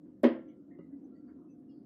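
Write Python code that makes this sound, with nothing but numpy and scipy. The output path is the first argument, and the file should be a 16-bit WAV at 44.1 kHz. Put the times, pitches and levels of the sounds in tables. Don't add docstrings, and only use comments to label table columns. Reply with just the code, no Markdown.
import sys
import numpy as np
from scipy import signal
from scipy.io import wavfile
from scipy.ndimage import uniform_filter1d

SR = 44100
rng = np.random.default_rng(int(sys.argv[2]) if len(sys.argv) > 2 else 0)


def to_wav(s):
    ch = np.atleast_2d(s).T
    pcm = np.round(np.clip(ch, -1, 1) * 32767)
    wavfile.write(sys.argv[1], SR, pcm.astype(np.int16))


N = 81585
TIME = np.arange(N) / SR
KNOCK_S = .2335


def from_db(db):
    return 10 ** (np.asarray(db) / 20)


def unit_rms(x):
    return x / np.sqrt(np.mean(x ** 2) + 1e-20)


def at_hz(table, hz, column=1):
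    table = np.array(table)
    return np.interp(np.log(hz), np.log(table[:, 0]), table[:, column])


def since(start_s):
    return np.maximum(TIME - start_s, 0)


def decay(age_s, t60_s):
    return np.exp(-np.log(1000) * age_s / t60_s)


def swell(start_s, length_s):
    x = since(start_s) / (length_s / 4)
    return x * np.exp(1 - x)


def butter(x, hz, kind, order=2):
    return signal.sosfilt(signal.butter(order, hz, kind, fs=SR, output="sos"), x)


def filtered_noise(cutoff_hz, kind):
    return unit_rms(butter(rng.standard_normal(N), cutoff_hz, kind))


def band_noise(centre_hz, width_hz, order=2):
    edges_hz = np.clip([centre_hz - width_hz / 2, centre_hz + width_hz / 2], 10, .45 * SR)
    white = rng.standard_normal(N + SR // 4)
    return unit_rms(butter(white, edges_hz, "band", order)[-N:])


def noise_bands(spectrum):
    centres_hz = 45 * 2 ** np.arange(0, 8.6, .25)
    widths_hz = centres_hz * np.log(2) / 4
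    gains = from_db(at_hz(spectrum, centres_hz)) * np.sqrt(widths_hz)
    gains /= np.linalg.norm(gains)
    return [(hz, gain * band_noise(hz, width_hz, order=5))
            for hz, width_hz, gain in zip(centres_hz, widths_hz, gains)]


def soft_tone(start_s, length_s, pitch_hz, waver_hz):
    wavering_hz = pitch_hz + waver_hz * filtered_noise(61, "low")
    return swell(start_s, length_s) * np.sin(2 * np.pi * np.cumsum(wavering_hz) / SR)


def struck(modes, start_s):
    age_s = since(start_s)
    return sum((-1) ** k * from_db(db) * np.sin(2 * np.pi * hz * age_s) * decay(age_s, t60_s)
               for k, (hz, db, t60_s) in enumerate(modes))


# freq_hz, relative_density_db
AIR_SPECTRUM = [(45, -33.5), (75, -16), (105, -15), (150, -6.5), (230, 0), (320, 3), (400, -16.5),
                (520, -17.5), (650, -28), (800, -35.5), (1200, -38), (1700, -45), (2500, -56),
                (5000, -56.5), (15000, -62)]
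# centre_hz, width_hz, level_db
DRONES = [(76.3, 8, -79.5), (506.6, 60, -77.5), (703.5, 9.3, -81)]


def room_air(air_db=-56, flicker_db=2.5):
    air = sum(noise * from_db(flicker_db * filtered_noise(8.7, "low"))
              for _, noise in noise_bands(AIR_SPECTRUM))
    drones = sum(from_db(db) * band_noise(hz, width_hz) for hz, width_hz, db in DRONES)
    return from_db(air_db) * air + drones


# time_s, level_db
HUM_LEVELS = [(0, -64.5), (.06, -49), (.18, -65.5), (.56, -61.5), (.63, -56), (.89, -53.5), (1.1, -51),
              (1.16, -53), (1.35, -54), (1.58, -60.5), (1.68, -54.5), (1.85, -55)]
# start_s, length_s, pitch_hz, level_db
HUM_SWELLS = [(.47, .06, 305, -46), (.92, .07, 284, -39.5), (1.035, .04, 275, -46), (1.66, .08, 218, -51)]


def room_hum():
    noise = band_noise(centre_hz=280.9, width_hz=71.4)
    levelled = noise / np.sqrt(uniform_filter1d(noise ** 2, size=3000))
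    envelope = from_db(np.interp(TIME, *np.transpose(HUM_LEVELS)))
    swells = sum(from_db(db) * soft_tone(start_s, length_s, hz, waver_hz=12.03)
                 for start_s, length_s, hz, db in HUM_SWELLS)
    return envelope * levelled + swells


def contact_tick(start_s=.231, rise_s=.002, gain_db=-54):
    age_s = since(start_s)
    envelope = (1 - np.exp(-age_s / rise_s)) * decay(age_s, t60_s=.06)
    return from_db(gain_db) * envelope * filtered_noise(600, "high")


# pitch_hz, gain_db, t60_s
BODY_MODES = [(226, -4, .36), (240, 7.5, .18), (260, -6.5, .42), (308, -9.7, .28), (329, -2.4, .42),
              (363, -5.6, .37), (395, 8.6, .12), (425, 5, .08), (478, 2.7, .08), (524, -13.2, .4),
              (553, 2, .12), (587, 0, .21), (588, 4, .17), (686, -16, .3)]
# delay_s, gain_db
REFLECTIONS = [(.0034, -1), (.032, -7.3)]
# pitch_hz, gain_db, t60_s
OVERTONES = [(809, -13, 0.19), (852, -22.5, 0.38), (981, -14, 0.2), (1086, -15, 0.21), (1367, -35.5, 0.8),
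             (1484, -24, .26), (1577, -22, 0.19), (1644, -23, .23), (1754, -23, 0.16), (1830, -21, .24),
             (1924, -14.5, .22), (2290, -30, 0.304), (2763, -28.5, .23), (3236, -25, 0.28)]


def board_knock(rise_s=.002, body_db=-24, overtones_db=-25.5):
    ring = struck(BODY_MODES, KNOCK_S) * (1 - np.exp(-since(KNOCK_S) / rise_s))
    reflected = sum(from_db(db) * np.interp(TIME - delay_s, TIME, ring) for delay_s, db in REFLECTIONS)
    body = butter(ring + reflected, 150, "high", order=4)
    return from_db(body_db) * body + from_db(overtones_db) * struck(OVERTONES, start_s=.237)


# freq_hz, relative_density_db, t60_s
TAIL_SPECTRUM = [(140, -20.5, .33), (233.3, -8.5, .35), (544, -1.5, 0.47), (780, -13, 0.35),
                 (1070, -9.5, 0.33), (1350, -18.5, .31), (1814, -11.5, 0.35), (2400, -19, 0.28),
                 (3214, -23, 0.33), (3740, -30, .22), (4550, -27.5, 0.24), (6000, -42, .15),
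                 (9000, -49, .13), (15000, -54, 0.088)]


def room_tail(rise_s=.005, gain_db=-31, early_db=-9):
    age_s = since(KNOCK_S)
    tail = sum(noise * decay(age_s, at_hz(TAIL_SPECTRUM, hz, column=2))
               for hz, noise in noise_bands(TAIL_SPECTRUM))
    build = 1 - np.exp(-age_s / rise_s)
    early = from_db(early_db) * swell(start_s=.239, length_s=.02)
    return from_db(gain_db) * tail * (build + early)


def wall_crack(level_db=-38.5):
    noise = band_noise(centre_hz=2570, width_hz=2010, order=3)
    return from_db(level_db) * swell(start_s=.2415, length_s=.0062) * noise


# start_s, length_s, centre_hz, width_hz, level_db
RUSTLES_AND_RING = [(0.478, 0.072, 3100, 600, -83.5), (.47, 0.095, 2170, 400, -80.5),
                    (0.705, 0.093, 1950, 295, -73.5), (0.782, .09, 2010, 200, -75.5),
                    (0.786, 0.046, 1120, 600, -72.5), (0.904, .06, 1584, 300, -83),
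                    (1.039, 0.04, 750, 195, -72), (1.11, .3, 1362, 25, -82), (1.138, 0.101, 4550, 200, -91),
                    (1.277, 0.067, 1360, 900, -73), (1.378, 0.12, 1120, 400, -75.5),
                    (1.689, 0.19, 4700, 800, -89)]


def rustles_and_ring():
    return sum(from_db(db) * swell(start_s, length_s) * band_noise(hz, width_hz, order=4)
               for start_s, length_s, hz, width_hz, db in RUSTLES_AND_RING)


# start_s, length_s, pitch_hz, level_db
PEEPS = [(.48, .04, 6080, -85), (.92, .05, 1980, -81), (1.04, .03, 6100, -85), (1.15, .05, 1960, -79),
         (1.27, .05, 4600, -88), (1.29, .03, 2170, -82), (1.485, .06, 2620, -84), (1.498, .05, 6080, -81),
         (1.688, .05, 2830, -80), (1.69, .05, 5200, -84), (1.71, .04, 3280, -85)]


def peeps():
    return sum(from_db(db) * soft_tone(start_s, length_s, hz, waver_hz=24.2)
               for start_s, length_s, hz, db in PEEPS)


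# pitch_hz, gain_db, t60_s
FLOOR_MODES = [(168.4, 1, 0.27), (370, 3, 0.1), (428, -5.5, 0.078), (552.5, -5.5, .12), (1255, -24, 0.23),
               (2830, -31.5, 0.17)]


def carpet_landing(gain_db=-47):
    return from_db(gain_db) * struck(FLOOR_MODES, start_s=.788)


def scene():
    background = room_air() + room_hum()
    impact = contact_tick() + board_knock() + room_tail() + wall_crack()
    return (background + impact + rustles_and_ring() + peeps() + carpet_landing())[None]


def record(dry, low_cut_hz=67, high_cut_hz=15600):
    high_passed = butter(dry, low_cut_hz, "high", order=6)
    low_pass = signal.ellip(10, .2, 70, high_cut_hz, fs=SR, output="sos")
    return signal.sosfilt(low_pass, high_passed)


dry = scene()
out = record(dry)
to_wav(out)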